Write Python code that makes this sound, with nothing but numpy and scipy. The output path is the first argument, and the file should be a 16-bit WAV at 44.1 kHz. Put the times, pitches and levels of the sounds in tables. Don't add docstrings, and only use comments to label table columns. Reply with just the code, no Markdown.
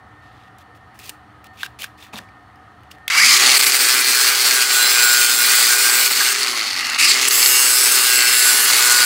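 import sys
import numpy as np
from scipy import signal
from scipy.io import wavfile
from scipy.ndimage import uniform_filter1d, map_coordinates

SR = 44100
rng = np.random.default_rng(int(sys.argv[2]) if len(sys.argv) > 2 else 0)


def wav_record(signal):
    frames = np.transpose(np.atleast_2d(signal))
    bounded = np.clip(frames, -1, 1)
    quanta = np.round(bounded * 32767).astype(np.int16)
    wavfile.write(sys.argv[1], SR, quanta)


def linear_from_db(decibels):
    return 10 ** (np.asarray(decibels, float) / 20)


N = 399105
T = np.arange(N) / SR
FREE_SPEED = 127.3
GEAR_RATIO = 3.3
RELEASE_S, REPRESS_S = 6.43, 6.985

# time_s, sizzle_db
CUTS = [
    [(3.54, -24), (3.58, -20.5), (3.61, -22), (4.1, -25.5), (4.62, -24.5), (5.3, -23), (5.38, -21.5),
     (5.48, -23), (6.07, -23), (6.19, -27), (6.33, -26)],
    [(7.272, -30), (7.284, -11.5), (7.3, -32), (7.34, -22), (7.56, -23), (7.93, -22), (8.02, -24),
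     (8.58, -22.5), (8.73, -24), (9.05, -26)],
]
# squeal_db, ring_db at free speed, ring_db per turn a second lost
BITES = [
    (-6, -1, 0.31),
    (-4, -9.5, 2),
]
# pitch_hz, width_hz, level_db
FRAMES = [
    [(2420, 91, 18.5), (2720, 24, -50), (3350, 48, 1), (4330, 1300, -0.5), (5980, 25, -39), (7220, 100, 1),
     (8150, 550, -3), (9640, 31, -17), (11700, 48, -25), (11800, 38, -29)],
    [(2840, 100, 13.5), (3900, 34, 5), (4520, 17, -14), (5180, 370, 6.5), (6450, 300, -4), (7760, 900, 1.5),
     (8200, 28, -9), (9140, 700, -4.5), (9400, 220, -8.5)],
]
RIM_KEPT = (.84, .91)
# centre_s, length_s, pitch_hz, width_hz, level_db
SINGS = [(3.75, .3, 4435, 200, -29), (4.25, .3, 4350, 200, -24), (4.5, .3, 4440, 200, -30),
         (4.82, .2, 4050, 110, -24), (5.05, .25, 4260, 170, -32), (5.05, 0.24, 2370, 110, -26),
         (4.8, 0.34, 7500, 100, -24), (5.13, 0.35, 7530, 120, -21), (5.55, .3, 4610, 220, -25),
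         (5.6, 0.18, 8100, 300, -23), (5.88, 0.27, 7800, 220, -26), (5.85, .3, 8440, 300, -29),
         (3.2, 0.14, 11000, 200, -33), (5.38, .08, 14200, 600, -28), (4.75, .4, 3320, 110, -33),
         (4.55, .3, 8270, 200, -37), (7.4, 0.33, 7650, 300, -23), (7.7, .4, 7850, 300, -21),
         (7.6, 0.38, 4390, 200, -28), (7.55, .3, 5170, 150, -26), (7.85, 0.31, 5500, 150, -25),
         (8.3, 0.38, 5170, 250, -26), (8.1, 0.32, 3900, 150, -32), (7.55, .35, 2250, 74, -30),
         (7.8, 0.37, 9350, 300, -26), (10, .3, 9470, 300, -27), (8.35, .3, 7670, 250, -27),
         (8.75, 0.28, 6700, 150, -28), (7.6, 0.36, 6620, 160, -26), (8.85, .3, 4200, 250, -35),
         (7.35, .15, 15150, 300, -28), (7.35, 0.18, 11300, 300, -24), (7.45, .35, 12250, 250, -25),
         (7.9, .6, 13050, 270, -25), (7.6, .5, 14100, 250, -28), (8.45, 0.27, 11200, 500, -24),
         (6.05, .3, 14000, 900, -25), (8.9, .3, 1140, 330, -30), (7.65, 0.55, 2750, 110, -25),
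         (8.2, 0.48, 2720, 130, -25), (8.7, 0.33, 2780, 150, -31), (8.43, 0.97, 1725, 43, -32.5),
         (3.31, 0.24, 236, 60, -45.5), (7.15, .25, 235, 50, -46)]
# centre_s, depth_db, length_s
GAPS = [(3.387, 4.5, 0.027), (3.586, 11, 0.011), (3.618, 11, 0.0046), (3.656, 7.5, 0.01),
        (3.717, 5.5, 0.034), (4.038, 4.5, 0.045), (4.36, 2.5, 0.095), (4.675, 5, 0.058),
        (5.267, 3.5, 0.032), (5.365, 3, 0.064), (6.092, 6, 0.032), (6.147, 4, 0.058), (6.975, 12, 0.0083),
        (7.128, 2.5, 0.022), (7.293, 6, 0.022)]


def grinder():
    turns, speed, parts, coast = disc_motion()
    gap_db = sum(db * swell(s, length) for s, db, length in GAPS)
    shiver = turns + .0008 * wander(30)
    cutting = sum(cut(shiver, speed, *row) for row in zip(CUTS, BITES, FRAMES, RIM_KEPT))
    cutting = cutting + surges(disc_edge(turns, same=.95), SINGS)
    touching = gears(turns, parts, coast) + cutting
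    return linear_from_db(-gap_db) * touching + motor(turns, speed, parts) + knocks()


# time_s, speed in turns a second
SPEED = [(3.09, 4), (3.235, 67), (3.29, 86), (3.39, 126.5), (3.68, 127.3), (4.55, 123.6), (5.23, 120.8),
         (5.35, 118.5), (5.45, 122), (6.05, 122), (6.43, 126.5), (6.72, 95), (6.97, 71), (7.13, 125.5),
         (7.19, 127.3), (7.9, 123.8), (8.5, 123.2), (9.05, 121.6)]


def disc_motion():
    full_pull, settle_s = 350, .15
    speed = curves(SPEED, off=0)[0]
    pull = uniform_filter1d(np.clip(np.gradient(speed) * SR / full_pull, 0, 1), 600)
    load = 0
    for rows in CUTS:
        start, end = rows[0][0], rows[-1][0]
        lift = end - settle_s * (end < T[-1] - settle_s)
        load = load + np.interp(T, [start, start + settle_s, lift, end], [0, 1, 1, 0])
    coast = uniform_filter1d(1. * (T > RELEASE_S) * (T < REPRESS_S), 200)
    halvings = np.log2(FREE_SPEED / (speed + 1))
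    return np.cumsum(speed) / SR, speed, (1, halvings, pull, load, coast * halvings), coast


# pitch_hz, level_db per Hz
CUT_COLOUR = [(120, -88), (200, -23.5), (365, -11), (692, -21.5), (1460, -9), (2770, -20.5), (3510, -10),
              (4450, -12), (7030, -11), (7700, -7), (10500, -5.5), (12000, -7), (15700, -4.5)]
# multiple of disc speed, level_db over the sizzle
ORDERS_DB = [(2, -29), (4, -20), (14, -20), (18, -45), (20, -48)]
# centre_s, length_s, swell_db
BINDS = [(3.902, 0.31, 5.5), (4.184, .06, 7), (4.5, 0.43, 5), (4.798, .1, 6.5), (5.1, 0.39, 6.5),
         (5.6, .08, 1.5), (5.734, .07, 9), (5.863, 0.053, 2), (5.95, .05, 1), (6.05, 0.041, -1),
         (6.14, 0.11, -8), (6.298, .07, 3), (7.497, 0.27, 5), (8.098, 0.092, 4), (8.24, 0.091, 3.5),
         (8.483, 0.064, 6.5), (8.954, 0.31, 8)]


def cut(turns, speed, pressure, bite, frame, kept):
    press_db = curves(pressure)[0]
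    sag = np.clip(FREE_SPEED - speed, 0, 9)
    squeal_db = bite[0] + 1.6 * sag + 0.83 * wander(3.6)
    binds_db = sum(db * swell(s, length) for s, length, db in BINDS)
    late_db = 12 * np.exp(-(T - pressure[0][0]).clip(0) / 0.17)
    ring_db = bite[1] + bite[2] * sag + binds_db - late_db

    wobble = 1 + 0.12 * np.cos(2 * np.pi * turns) + 0.26 * np.cos(6 * np.pi * turns)
    grit = band(disc_edge(turns, same=kept), 430, 20000) + .5 * rng.standard_normal(N)
    edge = wobble * linear_from_db(1.75 * wander(22)) * grit
    sizzle = colour(edge, CUT_COLOUR, patchy_db=2.6, wide=3, long=120)
    sizzle = sizzle + linear_from_db(2.5) * ring(sizzle, frame)
    sizzle = sizzle / np.std(band(sizzle, 12870, 16800)[round(3.4 * SR):])

    squeal = evened(ring(disc_edge(turns, same=0.69), [(7650, 190, 16), (7030, 85, -19)]))
    pair = sum(linear_from_db(1.5 * wander(1.1)) * np.cos(2 * np.pi * k * turns) for k in (12, 13))
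    low = evened(pair) + 0.35 * evened(ring(edge, [(1520, 150, 0)]))
    orders = 0
    for k, db in ORDERS_DB:
        orders = orders + linear_from_db(db + 0.5 * wander(0.57)) * np.cos(2 * np.pi * (k * turns + rng.random()))
    return linear_from_db(press_db) * (sizzle + linear_from_db(squeal_db - 11.0) * squeal + linear_from_db(ring_db - 2.5) * low + orders)


def disc_edge(turns, same):
    same = np.clip(same, 0, .97)
    grit = rng.standard_normal((800, 400))
    grit = signal.lfilter([np.sqrt(1 - same ** 2)], [1, -same], grit, axis=0)
    return map_coordinates(grit.ravel(), [turns * grit.shape[1]], order=3)


# pitch_hz, level_db per Hz
GEAR_COLOUR = [(88, -63), (150, -46), (340, -18.5), (712, -12), (831, -1.5), (934, -11), (1200, 1),
               (1710, -5.5), (2830, -2), (3650, -3.5), (4430, -1.5), (5710, -6), (15700, -25.5)]
# pitch_hz, width_hz, level_db
GEAR_BODY = [(259, 48, 12.5), (2050, 444, 3.5), (2650, 380, -10.5)]
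# pitch_hz, width_hz, level_db
GEAR_HEAD = [(4490, 220, 10), (4960, 590, 8.5)]
# pitch_hz, level_db per Hz
FAN = [(4000, -34), (6000, 2), (8000, 2), (10000, -1), (11700, -10.5), (14000, -9), (15800, -6)]
# time_s, body_db
EFFORT = [(3.1, -22), (3.17, -18.5), (3.5, -15), (3.66, -20.5), (4.3, -21), (5.1, -21.5), (5.9, -20.5),
          (6.5, -23.5), (6.96, -24), (7.0, -19.5), (7.22, -19.5), (7.36, -23), (8.3, -22), (9.05, -19.5)]
# free_db, db per halving of speed, pull_db, load_db, db per halving when coasting
HEAD_LAW = (-1, -4.5, 0, 4.5, -4)
FAN_LAW = (3, -6.5, 3.5, 1, -32)
# centre_s, length_s, pitch_hz, width_hz, level_db
SURGES = [(3.19, 0.1, 2280, 110, -14.5), (3.28, .16, 2400, 290, -18.5), (6.6, 1.2, 241, 27, -50.5),
          (3.2, 0.092, 4850, 210, -18.5), (7.03, 0.1, 2760, 200, -18), (7.06, .08, 4950, 400, -20),
          (6.85, .25, 2110, 250, -29), (6.87, .2, 2750, 200, -30), (6.21, .04, 1640, 150, -19.5),
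          (7.1, .025, 7700, 400, -18), (3.18, .08, 2750, 150, -24), (6.6, .6, 4480, 69, -34),
          (7.11, .05, 4500, 400, -17), (3.32, .14, 4850, 600, -19), (8.45, .15, 7700, 500, -22),
          (4.1, .7, 1765, 20, -32)]


def gears(turns, parts, coast):
    body_db = curves(EFFORT)[0]
    head_db, fan_db = law(HEAD_LAW, parts), law(FAN_LAW, parts)
    pull, load = parts[2:4]
    slack = .45 + (.36 - .45) * load + (.2 - .45) * pull + (.55 - .45) * coast
    strength = linear_from_db(2.3 * rng.standard_normal(800))[turns.astype(int)]
    knock = evened(strength * np.exp(-(turns % 1) / .11), 3.4, 9)
    knocking = knock - 1

    repeat = .1 + (.55 - .1) * load
    teeth = np.sqrt(repeat) * disc_edge(turns, same=.86) + np.sqrt(1 - repeat) * rng.standard_normal(N)
    teeth = teeth * linear_from_db(1.34 * wander(26))

    housing = band(teeth, 2300, 20000) + band(rng.standard_normal(N), 1000, 2300)
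    housing = housing + linear_from_db(-9 * pull) * band(rng.standard_normal(N), 100, 1000)
    hiss = colour((1 + .5 * slack * knocking) * housing, GEAR_COLOUR, patchy_db=1.0)
    body = hiss + linear_from_db(1.0) * ring(hiss, GEAR_BODY)
    body = body / np.std(band(body, 1500, 3800)[round(3.4 * SR):])

    rattle = (1 + slack * knocking) * teeth
    head = evened(ring(rattle, GEAR_HEAD), 2.93, 8)
    fan = evened(colour(rattle + teeth, FAN, patchy_db=2.2), 4.0, 9)
    body, head, fan = (linear_from_db(1.1 * wander(5.)) * part for part in (body, head, fan))
    gearbox = body + linear_from_db(head_db - 3.5) * head + linear_from_db(fan_db - 5.5) * fan
    return linear_from_db(body_db - 1.0) * gearbox + surges(teeth, SURGES) * (T > 3.1)


# free_db, db per halving of speed, pull_db, load_db, db per halving when coasting
SHAFT_LAW = (-42, -6, 2, -2, -19)
MESH_LAW = (-50.5, 9, 29.5, 13, -7)


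def motor(turns, speed, parts):
    halvings, pull = parts[1:3]
    off_peak_octaves = abs(np.log2(10 * GEAR_RATIO * (speed + 1) / 2250))
    mesh_db = law(MESH_LAW, parts) + pull * (-20 * off_peak_octaves - 12 * (T > RELEASE_S))
    angle = 2 * np.pi * GEAR_RATIO * turns
    spindle = linear_from_db(-3 - 30 * halvings) * np.cos(6 * np.pi * turns)
    shaft = linear_from_db(law(SHAFT_LAW, parts) + 1.5 * wander(10)) * (np.cos(angle) + spindle)
    mesh = linear_from_db(mesh_db + 4.5 * wander(120) - 2.5) * np.cos(10 * angle)
    return np.sqrt(2) * (speed > 0) * (band(shaft, 225, 900) + band(mesh, 1100, 2900))


# start_s, peak_db
KNOCKS = [(3.593, 0), (3.991, 2), (4.2867, 2), (4.5097, 7), (6.06, 0), (6.203, 0), (6.815, -6),
          (3.6667, 11), (3.721, 8), (3.85, 3), (4.0449, -5), (4.4442, 2), (4.7101, 2), (6.1424, -27),
          (6.3484, 1), (6.431, 4), (6.482, 3), (6.7041, -2), (6.7359, -18), (6.749, -16), (6.7694, -4),
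          (6.792, 1), (6.848, -1), (6.899, 1), (3.44, 6), (3.478, 0), (3.549, 7), (3.563, 5), (3.611, 5),
          (3.633, 6), (6.986, -1), (6.9984, 6), (7.1446, -6), (7.171, -3), (7.1965, -5), (7.279, -7),
          (7.309, 7), (7.4288, 9), (7.4595, 10.5), (7.114, 7)]


def knocks():
    out, t = np.zeros(N), np.arange(600) / SR
    for s, db in KNOCKS:
        burst = rng.standard_normal(600) * linear_from_db(-60 * t / 0.019)
        low_db = 4 if s < RELEASE_S else -8
        burst = ring(burst, [(4440, 320, 10), (2370, 300, low_db)]) + 0.26 * band(burst, 1400, 9700)
        out[round(s * SR):][:600] += linear_from_db(db - 9.5) * burst / abs(burst).max()
    return out


# start_s, end_s, scrape_start_db, scrape_end_db, plastic_body_db over the scrape
SHIFTS = [(.22, 0.486, -81, -81, 26.5), (0.583, 0.627, -58, -62, 4), (.75, 0.775, -61, -62, 0),
          (.945, 0.996, -59, -63, -4), (0.99, 1.04, -49, -49, 2), (1.04, 1.09, -43, -42, -5),
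          (1.094, 1.104, -27, -44, -17), (1.108, 1.15, -64, -64, -5), (1.441, 1.47, -58, -56, 6),
          (1.535, 1.576, -65, -61, -1), (1.572, 1.625, -56, -44, 10.5), (1.629, 1.665, -43, -41.5, 8),
          (1.789, 1.847, -39.5, -35, 2), (1.84, 1.872, -41, -59, 7), (1.976, 2.026, -59, -52, 9),
          (2.027, 2.068, -48, -56, 8), (2.069, 2.1, -60, -68, 9), (2.128, 2.157, -56, -50, 10),
          (2.164, 2.189, -43, -38, 3), (2.2, 2.203, -56, -70, 5), (2.905, 2.915, -62, -48, 0),
          (2.914, 2.929, -41, -60, 2), (2.93, 2.96, -68, -66, 10), (3.08, 3.094, -29, -46, 13)]
# pitch_hz, level_db per Hz
SCRAPE = [(1290, -9), (2200, -2), (2430, 4), (3720, -5), (4250, -1), (11400, -8), (15700, -7.5)]
# start_s, peak_db, ring_hz, tick_db over the ring, t60_s
CLICKS = [(0.585, -44, 1840, -3, 0.027), (0.6114, -45, 1660, -17, 0.03), (0.991, -35, 1820, -3, 0.024),
          (1.0944, -25.5, 2660, 1.5, 0.015), (1.443, -35, 2400, -10, 0.023), (1.62, -34, 3750, -30, .03),
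          (1.64, -27, 1500, -25, .02), (1.075, -38, 2600, -8, .015), (1.062, -40, 3200, -8, .015),
          (1.6326, -9.5, 1606, -25, 0.033), (1.6318, -14, 3650, -18, 0.02), (1.662, -24, 1590, -17, 0.04),
          (1.7903, -36, 2540, -11, 0.03), (1.8203, -21, 3120, -9, 0.03),
          (1.8424, -16.5, 1620, -11.5, 0.032), (2.0253, -33, 3550, -17, 0.03),
          (2.0655, -36, 1810, -22, 0.03), (2.134, -25, 2500, -32, 0.025), (2.158, -24, 3750, -17, 0.03),
          (2.1895, -23.5, 1750, -23, 0.033), (2.2882, -39, 2310, -29, 0.03), (2.558, -52, 5200, -6, 0.03),
          (2.808, -48, 3200, -20, 0.02), (2.834, -46, 2900, -10, 0.03), (2.291, -48, 4700, -20, 0.02),
          (2.9148, -35, 2840, -14, 0.03), (2.9158, -33, 4900, -20, 0.02), (2.9844, -35, 1810, -25, 0.026),
          (3.0795, -13.5, 2110, -7, 0.022), (3.1007, -15, 2290, -26, 0.03)]
# time_s, level_db
THUD = [
    (2.125, -69),
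    (2.135, -31.5),
    (2.15, -36.5),
    (2.19, -39),
    (2.21, -45),
    (2.3, -66),
]


def handling():
    grain = rng.standard_normal(N) * linear_from_db(2.6 * wander(200))
    scrape = colour(grain, SCRAPE)
    scrape = scrape / np.std(band(scrape, 2800, 22000))
    body = evened(ring(grain, [(2650, 670, -0.1), (3470, 520, -0.9)]))
    out = linear_from_db(curves(THUD)[0]) * evened(ring(grain, [(223, 28, 11.0), (690, 610, -0.5)]))
    for start, end, db, end_db, body_db in SHIFTS:
        near = slice(round((start - .002) * SR), round((end + .0072) * SR))
        times = [start - .002, start, end, end + 0.0072]
        stroke_db = np.interp(T[near], times, [-100, db, end_db, end_db - 31])
        out[near] += linear_from_db(stroke_db) * (scrape[near] + linear_from_db(body_db - 6.0) * body[near])

    t = np.arange(2500) / SR
    noises = rng.standard_normal((len(CLICKS), 2500))
    for (s, db, hz, tick_db, t60), noise in zip(CLICKS, noises):
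        tone = np.sin(2 * np.pi * hz * t) * linear_from_db(-60 * t / (.5 * t60))
        tone = tone + .25 * band(noise, .6 * hz, 2.2 * hz) * linear_from_db(-60 * t / t60)
        tone = band(tone, .55 * hz, 12000)
        tick = band(noise, 3500, 17000) * linear_from_db(-60 * t / .009)
        click = tone + linear_from_db(tick_db + 9.5) * tick / abs(tick).max()
        out[round(s * SR):][:2500] += linear_from_db(db - 0.5) * click
    return out


def wall(x):
    t = np.arange(6000) / SR
    tail = rng.standard_normal(6000) * linear_from_db(-60 * t / 0.21) * (t > .003)
    return signal.oaconvolve(x, tail / np.linalg.norm(tail))[:N]


# pitch_hz, level_db per Hz
YARD = [(100, -35), (170, -3), (306, -9), (330, -15), (370, -3.5), (560, -14.5), (703, -8.5), (1090, -6),
        (1240, -3), (1560, -11), (1850, -6), (2280, -19.5), (4330, -26.5), (4590, -32), (15700, -48)]
# pitch_hz, width_hz, level_db
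HUM = [(301, 7.3, -4), (750, 37, -2), (1256, 22, -5.5), (1820, 4.2, 5.5), (2650, 74, -59), (2940, 100, -28),
       (4400, 11, -17), (8600, 530, -45)]
# time_s, level_db
DUCK = [
    (0, 1),
    (3.1, 1.5),
    (3.7, 0),
    (9.05, -24),
]
# time_s, level_db
RUMBLE = [(0, -51.5), (3.55, -53), (3.7, -59), (5.5, -65.5), (7.2, -55), (7.8, -61), (8.62, -60),
          (8.8, -50), (9.05, -57)]


def yard():
    noise = rng.standard_normal(N)
    wash = evened(colour(noise, YARD, patchy_db=1.6, wide=2, long=6))
    core = sum(linear_from_db(db + wander(2)) * np.cos(2 * np.pi * hz * T) for hz, width, db in HUM[:4])
    whistles = evened(ring(noise, HUM)) + linear_from_db(-6) * evened(core)
    rumble = evened(band(ring(noise, [(74.6, 49, 0), (116, 33, 0)]), 58, 136))
    air = linear_from_db(-51 + curves(DUCK)[0]) * (wash + linear_from_db(-3.5) * whistles)
    return air + linear_from_db(curves(RUMBLE)[0]) * rumble


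def surges(teeth, rows):
    out = np.zeros(N)
    for s, length, hz, width, db in rows:
        near = slice(round((s - 1.5 * length) * SR), round((s + 1.5 * length) * SR))
        out[near] += linear_from_db(db) * swell(s, length)[near] * evened(ring(teeth[near], [(hz, width, 0)]))
    return out


def swell(centre_s, length_s):
    return np.exp(-((T - centre_s) / (length_s / 2)) ** 2)


def law(weights_db, parts):
    return sum(db * part for db, part in zip(weights_db, parts))


def evened(x, t0=0, t1=99):
    return x / np.sqrt(np.mean(x[round(t0 * SR):round(t1 * SR)] ** 2) + 1e-20)


def curves(rows, off=-120):
    s, first, *rest = np.transpose(rows)
    after = first[-1] if s[-1] > 9 else off
    return [np.interp(T, s, first, off, after)] + [np.interp(T, s, c) for c in rest]


def colour(x, points, patchy_db=0., wide=5, long=30):
    hz, t, z = signal.stft(x, SR, nperseg=512)
    f, db = np.transpose(points)
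    patches = rng.standard_normal(z.T.shape).T
    patches = evened(uniform_filter1d(uniform_filter1d(patches, int(wide), 0), int(long), 1))
    gain = linear_from_db(np.interp(np.log(hz + 1), np.log(f), db)[:, None] + patchy_db * patches)
    return signal.istft(z * gain, SR, nperseg=512)[1][:N]


def band(x, lo_hz, hi_hz):
    return signal.sosfilt(signal.butter(3, [lo_hz, min(hi_hz, 20000)], "band", fs=SR, output="sos"), x)


def ring(x, modes):
    return sum(linear_from_db(db) * signal.lfilter(*signal.iirpeak(hz, hz / width, SR), x) for hz, width, db in modes)


def wander(per_s, step=16):
    pole = np.exp(-2 * np.pi * per_s * step / SR)
    slow = signal.lfilter([1], [1, -pole], rng.standard_normal(N // step + 1))
    return np.interp(np.arange(N) / step, np.arange(len(slow)), evened(slow))


def scene():
    near = handling()
    mix = near + linear_from_db(-18.0) * wall(near) + grinder() + yard()
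    return np.array([mix, mix])


def low_pass(x):
    return signal.sosfilt(signal.butter(12, 16310, fs=SR, output="sos"), x)


def record(dry):
    limited = dry / (1 + abs(dry / 1.05) ** 3) ** (1 / 3)
    limited = signal.sosfilt(signal.butter(2, 50, "high", fs=SR, output="sos"), limited)
    edge = signal.firwin(601, 15790, window=("kaiser", 7), fs=SR)
    mix = signal.oaconvolve(limited, edge[None], "same")
    return low_pass(mix)


dry = scene()
out = record(dry)
wav_record(out)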